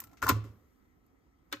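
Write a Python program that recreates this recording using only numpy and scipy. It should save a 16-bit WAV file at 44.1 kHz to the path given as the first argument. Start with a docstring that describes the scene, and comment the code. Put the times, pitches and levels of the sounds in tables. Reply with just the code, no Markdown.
"""Cassette door and switch

A finger pushes a cassette deck's plastic door shut on a workbench: friction noise and squeak, faint ticks,
a rattling catch, then the latch snapping home. Contacts are noise cracks plus damped modal rings.
Blows excite low cabinet modes and filtered noise shudders the bench. Later a switch clicks.
Decaying noise and close echoes form the room; shaped noise gives its steady hum.
"""
import sys
import numpy as np
from scipy import signal
from scipy.fft import rfft, irfft, next_fast_len
from scipy.io import wavfile
from scipy.ndimage import uniform_filter1d

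SR = 44100
rng = np.random.default_rng(int(sys.argv[2]) if len(sys.argv) > 2 else 0)


def to_wav(sig):
    """Store sig (one row per channel, or 1-D mono) as 16-bit WAV at the path in sys.argv[1].

    Samples outside -1..1 are clipped; the rate is SR.
    """
    pcm = np.clip(np.atleast_2d(sig), -1, 1) * 32767
    pcm = np.round(pcm).astype(np.int16)
    wavfile.write(sys.argv[1], SR, pcm.T)  # frames by channels


N = 70560


def amp(db):
    """Decibels to amplitude ratio."""
    return 10 ** (np.asarray(db) / 20)


def evened(x):
    """Scale to unit RMS over all channels."""
    return x / np.sqrt(np.mean(x ** 2) + 1e-20)


def read(points, hz):
    """Interpolate a (frequency, value) table over log frequency."""
    f, value = np.transpose(points)
    return np.interp(np.log(hz + 1), np.log(f + 1), value)


def add(mix, start_s, sound):
    """Add a sound in place, cut at the end of the mix."""
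    part = mix[..., round(start_s * SR):][..., :sound.shape[-1]]
    part += sound[..., :part.shape[-1]]


def blend(a, b, same):
    """Pair of signals that share the fraction `same` at constant power."""
    return np.array([a, same * a + np.sqrt(1 - same ** 2) * b])


# likeness of the two microphones in diffuse sound: (frequency [Hz], likeness [0-1])
ALIKE = [(60, .95), (300, 0.1), (700, 0.04), (1400, .05), (6000, 0.9)]


def diffuse(pair):
    """Give two unrelated signals a frequency-dependent likeness."""
    a, b = rfft(pair)
    hz = np.fft.rfftfreq(pair.shape[1], 1 / SR)
    same = np.clip(read(ALIKE, hz), 0, 1)
    return irfft(blend(a, b, same), pair.shape[1])


def coloured(gain):
    """Steady diffuse noise with a given gain per frequency."""
    noise = diffuse(rng.standard_normal((2, N)))
    return evened(irfft(rfft(noise) * gain, N))


# room tone spectrum: (frequency [Hz], level [dB])
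HUM = [(25, -38), (38, -5), (52, 7.5), (90, -9), (160, -10), (265, -12), (450, -15), (620, -24.5),
       (1000, -21.5), (1650, -27), (2300, -30), (3000, -36), (5000, -36.5), (8000, -38.5), (11000, -35.5),
       (13500, -32), (16000, -44.5)]
# bands that stand out of the room tone: (frequency [Hz], width [Hz], boost [dB])
WHINE = [(258, 22, 8.5), (324, 35, 4), (744, 100, 5), (1290, 57, 9), (1996, 220, 7), (3200, 160, 4)]
# treble level of the room tone, in full from 12 kHz up: (time [s], level [dB])
HISS = [(0, 6), (.2, 1.5), (.6, 2), (1.0, -6.5), (1.25, -6), (1.4, -9), (1.6, 2.5)]
HUM_DB, PATCHY_DB, HUM_LAG_S = -67, 1.6, .00027


def hum():
    """Room tone: low fan rumble with a few whining bands and gently drifting patches."""
    noise = diffuse(rng.standard_normal((2, N)))
    hz, t, z = signal.stft(noise, SR, nperseg=2048, noverlap=1536)
    patches = uniform_filter1d(rng.standard_normal(z.shape[1:]), 20, 0)
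    patches = evened(uniform_filter1d(patches, 5, 1))
    treble = np.clip(hz / 12000, 0, 1)[:, None] * np.interp(t, *np.transpose(HISS))
    bands = sum(db * np.exp(-((hz - f) / width) ** 2) for f, width, db in WHINE)
    z = z * amp((read(HUM, hz) + bands)[:, None] + PATCHY_DB * patches + treble)
    z[0] *= np.exp(-2j * np.pi * hz * HUM_LAG_S)[:, None]  # left lags
    tone = signal.istft(z, SR, nperseg=2048, noverlap=1536)[1][:, :N]
    return amp(HUM_DB) * evened(tone)


# door sliding on its damper: (time [s], rub level [dB], squeak level [dB])
SLIDE = [(0, -65, -55.5), (0.038, -112, -96), (0.048, -77, -60.5), (.072, -65.5, -74.5),
         (.085, -70.5, -67.5), (.115, -61.5, -94), (.138, -59.5, -69), (.16, -66, -77.5),
         (0.201, -75, -75.5), (0.227, -57, -66.5), (.26, -75, -75), (.3, -100, -100)]
# resonances of the rub: (frequency [Hz], width [Hz], relative level [dB])
SLIDE_RING = [(295, 60, 5), (735, 220, -5), (179.5, 160, -5.5)]
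SQUEAK_HZ, SQUEAK_WAVER_HZ = 1325, 7.7  # waver is RMS


def slide():
    """Soft friction noise in the door's resonances, with a thin wavering squeak."""
    hz, t = np.fft.rfftfreq(N, 1 / SR), np.arange(N) / SR
    s, rub_db, squeak_db = np.transpose(SLIDE)
    resonances = sum(amp(db) / (1 + (2 * (hz - f) / width) ** 2) for f, width, db in SLIDE_RING)
    rub = coloured(resonances)
    waver = evened(uniform_filter1d(rng.standard_normal(N), size=800))
    phase = 2 * np.pi * np.cumsum(SQUEAK_HZ + SQUEAK_WAVER_HZ * waver) / SR
    squeak = evened(np.sin(phase))
    return rub * amp(np.interp(t, s, rub_db)) + squeak * amp(np.interp(t, s, squeak_db))


# bench shudder under the push and the latch: (time [s], level [dB])
SHUDDER = [(0, -63), (0.072, -61), (.1, -86), (0.216, -62.5), (0.236, -33), (.28, -43), (.32, -35.5),
           (.4, -50), (0.459, -52), (0.561, -60), (0.599, -66), (.65, -67), (.72, -77)]
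# shudder spectrum: (frequency [Hz], level [dB])
SHUDDER_COLOUR = [(38, -35), (60, -5.5), (80, 0), (110, -14), (160, -9.5), (270, -6), (330, -12),
                  (480, -15), (800, -29), (1140, -18), (1500, -29.5), (3000, -56)]


def bench():
    """Low, broken shudder of the loaded bench: filtered noise under a level curve."""
    hz = np.fft.rfftfreq(N, 1 / SR)
    shake = coloured(amp(read(SHUDDER_COLOUR, hz))).mean(axis=0)
    return shake * amp(np.interp(np.arange(N) / SR, *np.transpose(SHUDDER)))


# spectrum of cracking plastic: (frequency [Hz], level [dB])
CRACK = [(300, -29), (900, -11.5), (2000, 0.5), (3000, -7), (5000, -7.5), (6300, -7), (7200, -8),
         (8500, -9.5), (11000, -10), (13500, -7), (15100, -12), (15700, -25.5), (16500, -29.5)]
CRACK_RISE_S, CRACK_ALIKE = .0007, .2
TOP_HZ = 7990  # half the top-end dB is reached here


def crack(db, top_db, t60_s):
    """Decaying burst of bright noise, mostly different at each microphone."""
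    (a, b), t = rng.standard_normal((2, 4096)), np.arange(4096) / SR
    hz = np.fft.rfftfreq(4096, 1 / SR)
    spectrum = rfft(blend(a, b, CRACK_ALIKE)) * amp(read(CRACK, hz))
    plain = rfft(evened(irfft(spectrum)))
    top_end = amp(top_db / (1 + (TOP_HZ / (hz + 1)) ** 4))
    envelope = amp(db - 60 * t / t60_s) * np.minimum(t / CRACK_RISE_S, 1)
    return irfft(plain * top_end) * envelope


STRIKE_S, SNAP_S = 0.0014, 0.00054  # soft starts: door, switch
RING_SPREAD = 0.57  # RMS right-channel phase [rad per kHz]


def ring(modes, start_s=STRIKE_S):
    """Dying sines with a soft start, panned by level and out of step at the right."""
    t = np.arange(SR // 8) / SR
    out = np.zeros((2, len(t)))
    for hz, db, t60_s, pan_db in modes:
        level = amp(db - 60 * t / t60_s + np.array([[pan_db], [-pan_db]]) / 2)
        right_phase = RING_SPREAD * hz / 1000 * rng.standard_normal()
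        out += level * np.sin(2 * np.pi * hz * t + [[0], [right_phase]])
    return np.minimum(t / start_s, 1) * out


# door and latch contacts: (time [s], deep ring [dB], high ring [dB], ring free for [s],
# crack [dB], crack top end [dB], crack t60 [s])
CONTACTS = [(.002, -62.5, -70, 0.015, -43.5, 20, 0.026), (0.017, -50.5, -58.5, 0.011, -58.5, 3.5, 0.12),
            (0.0382, -61, -61, 0.0099, -52, 10.5, 0.047), (.071, -68, -69, 0.0084, -60, 1, 0.036),
            (0.094, -76, -71.5, 0.026, -66, -1.5, 0.033), (.113, -73, -68.5, 0.011, -67.5, -1, 0.081),
            (.131, -62, -67, 0.045, -63, -2, 0.057), (.171, -78, -73, 0.0055, -58, -13, 0.13),
            (0.219, -45.5, -41, 0.0074, -42.5, 0, .05), (0.2254, -27, -24, 0.0091, -35, 1.5, .05),
            (0.233, -42.5, -34, 0.0043, -38, -1, 0.11), (0.2386, -40.5, -26.5, 0.0082, -48, 1.5, .1),
            (0.259, -43, -47.5, 0.058, -57, -7, 0.023), (0.2636, -26.5, -33, 0.017, -52, -6, 0.045),
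            (.267, -31, -28, 0.0044, -35.5, 3, .03), (0.2789, -23, -30.5, .006, -36.5, -6.5, 0.14),
            (.283, -27.5, -32.5, 0.012, -39.5, -7, .04), (0.2854, -44, -37, 0.0022, -33, 1.5, .1),
            (0.2898, -53, -42, 0.021, -25, 11, 0.039), (0.2904, -23, -31, 0.011, -25.5, -3, 0.036),
            (0.2933, -19.5, -22, 0.0089, -24, -14.5, 0.083), (.303, -37, -31.5, .012, -39, -3.5, .08),
            (0.31, -26, -36.5, 0.0085, -44, -6, 0.066), (0.364, -55, -84, 0.051, -51, -4.5, 0.028),
            (.440, -59.5, -59, 0.011, -60.5, -5, 0.25)]
# rings of the door panel and of the catch: (frequency [Hz], level [dB], t60 [s], left-right [dB])
DEEP_RING = [(958, -16.5, 0.15, -5), (1046.5, 1, 0.1, 2.5), (1113, -13.5, .12, -1), (702, -17, 0.053, 12.5)]
HIGH_RING = [(1300, -9.5, 0.53, 1), (1379, 2, 0.13, 1), (1446, -11, 0.088, 0.082),
             (1750, -10.5, 0.15, 0.0068), (2120, -18, 0.032, 0.019), (2445, -23.5, 0.12, 0.066)]
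DAMPED_T60_S = 0.0073


def door():
    """Each contact cracks and rings the panel and the catch until the pressing finger damps them."""
    out, deep, high = np.zeros((2, N)), ring(DEEP_RING), ring(HIGH_RING)
    t = np.arange(deep.shape[1]) / SR
    for s, deep_db, high_db, free_s, crack_db, top_db, t60_s in CONTACTS:
        add(out, s, crack(crack_db, top_db, t60_s))
        damping = amp(-60 * np.maximum(t - free_s, 0) / DAMPED_T60_S)
        add(out, s, (amp(deep_db) * deep + amp(high_db) * high) * damping)
    return out


# blows that shake the cabinet: (time [s], knock level [dB], boom level [dB])
BLOWS = [(0.032, -75.5, -68), (0.228, -38, -47.5), (0.292, -25.5, -55.5), (0.315, -48, -32.5),
         (0.359, -42.5, -57.5), (0.444, -48.5, -55.5), (1.531, -44, -66), (1.565, -62, -63.5)]
# cabinet modes: (frequency [Hz], level [dB], t60 [s], rise time constant [s])
KNOCK = [(222, -12.5, 0.038, .003), (280.4, 0.5, 0.031, 0.0037), (400.2, -4.5, 0.05, 0.0073),
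         (547, -10, 0.038, 0.0013)]
BOOM = [(106.9, 6, .3, 0.0028), (1136.3, -22.5, 0.24, 0.032), (1020, -25.5, 0.22, .07)]
KNOCK_HOLD_S, BOOM_HOLD_S = 0.013, 0.058  # delay before decay


def swell(modes, hold_s):
    """Sum of sines that rise exponentially and decay after a hold."""
    t = np.arange(SR // 2) / SR
    out = np.zeros(len(t))
    for hz, db, t60_s, rise_s in modes:
        decay = amp(db - 60 * np.maximum(t - hold_s, 0) / t60_s)
        out += (1 - np.exp(-t / rise_s)) * decay * np.sin(2 * np.pi * hz * t)
    return out


def cabinet():
    """Cabinet modes that swell after each blow and die away."""
    out = np.zeros(N)
    knock, boom = swell(KNOCK, KNOCK_HOLD_S), swell(BOOM, BOOM_HOLD_S)
    for s, knock_db, boom_db in BLOWS:
        add(out, s, amp(knock_db) * knock + amp(boom_db) * boom)
    return out


# room decay: (frequency [Hz], t60 [s])
ROOM = [(100, 0.32), (300, 0.34), (1000, 0.33), (3000, 0.45), (8000, 0.26), (12000, 0.14), (16000, 0.2)]
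ROOM_DB, ECHO_DB, TAIL_RISE_S = -18, -14, 0.0027


def room(x):
    """Close echoes off bench and gear, plus a tail whose bands die at their own speed."""
    noise = diffuse(rng.standard_normal((2, SR // 2)))
    hz, t, z = signal.stft(noise, SR, nperseg=256)
    decay = amp(-60 * t / read(ROOM, hz)[:, None])
    tail = signal.istft(z * decay, SR, nperseg=256)[1]
    rise = np.minimum(np.arange(tail.shape[1]) / SR / TAIL_RISE_S, 1)
    tail = amp(ROOM_DB) * tail * rise / np.linalg.norm(tail[0])
    echoes = np.zeros_like(tail)
    delays = rng.integers(40, 600, (2, 6))  # samples
    np.put_along_axis(echoes, delays, rng.choice([-1., 1.], (2, 6)), 1)
    response = tail + amp(ECHO_DB) * echoes / np.sqrt(6)
    return signal.fftconvolve(x, response, axes=1)[:, :N]


# switch clicks: (time [s], ring [dB], crack [dB], crack top end [dB], crack t60 [s])
SWITCH = [(1.064, -99, -81.5, 20, 0.024), (1.515, -76, -63, -2.5, .08), (1.5191, -55.5, -58.5, -9.5, 0.028),
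          (1.5259, -33, -26.5, -5, 0.018), (1.5285, -38, -44, -19.5, 0.12), (1.532, -38, -37, -32.5, 0.058),
          (1.539, -43.5, -53, -4.5, 0.068), (1.555, -56.5, -59, -4, 0.083), (1.569, -56, -70, -9, 0.13)]
# switch and front panel modes: (frequency [Hz], level [dB], t60 [s], left-right [dB])
SWITCH_RING = [(300, -17, 0.17, 3.5), (419.8, -11, 0.053, 3), (546, -11.5, 0.098, -0.5),
               (726, -17, 0.04, -1), (1065, -3, 0.046, 4.5), (1312, -4, 0.029, -16),
               (1540, -1.5, 0.043, 9.5), (1714, -4.5, 0.04, -4), (1894, -8.5, 0.027, -6),
               (2253, -5, 0.035, -3), (2508, -12, 0.12, 1), (2985, -6.5, 0.056, -8),
               (3477, -3.5, 0.015, 13.5), (3760, -5, 0.031, -7), (4280, -10.5, 0.05, 11)]
BOUNCE_DETUNE = .015  # RMS frequency ratio


def switch():
    """Small snap with bounces; each rings the front panel at slightly different frequencies."""
    out = np.zeros((2, N))
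    for s, ring_db, crack_db, top_db, t60_s in SWITCH:
        add(out, s, crack(crack_db, top_db, t60_s))
        modes = [(hz * (1 + BOUNCE_DETUNE * rng.standard_normal()), *rest) for hz, *rest in SWITCH_RING]
        add(out, s, amp(ring_db) * ring(modes, SNAP_S))
    return out


CABINET_SEND_DB = -12  # cabinet level into the room


def scene():
    """Mix deck, cabinet and their room sound with bench, slide and hum."""
    deck, box = door() + switch(), cabinet()
    wet = room(deck + amp(CABINET_SEND_DB) * box)
    return deck + box + wet + bench() + slide() + hum()


# microphone balance: (frequency [Hz], left-right [dB])
TILT = [(60, -2.5), (450, -5), (700, 3.5), (1200, 1), (2500, 4.5), (4200, 2.5), (6400, 12)]
BASS_CUT_HZ, EDGE_HZ = 19, 16600
SHARED_HZ, LEFT_LAG_S = 6700, .000148


def record(dry):
    """Cut deep bass, balance the channels, feed right treble late to the left, then band-limit."""
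    size = next_fast_len(N + 4096)
    hz = np.fft.rfftfreq(size, 1 / SR)
    left, right = rfft(dry, size) / (1 + BASS_CUT_HZ / (1j * hz + 1e-9)) ** 2
    shared = np.clip((hz - SHARED_HZ) / 400 + .5, 0, 1)  # 400 Hz wide crossfade
    tilt = amp(read(TILT, hz) * (1 - shared) / 2)
    late = right * np.exp(-2j * np.pi * hz * LEFT_LAG_S)
    left = np.cos(shared * np.pi / 2) * left + np.sin(shared * np.pi / 2) * late
    out = irfft(np.array([tilt * left, right / tilt]), size)[:, :N]
    lowpass = signal.firwin(511, EDGE_HZ, window=("kaiser", 9), fs=SR)
    return signal.oaconvolve(out, lowpass[None], "same")


dry = scene()
out = record(dry)
to_wav(out)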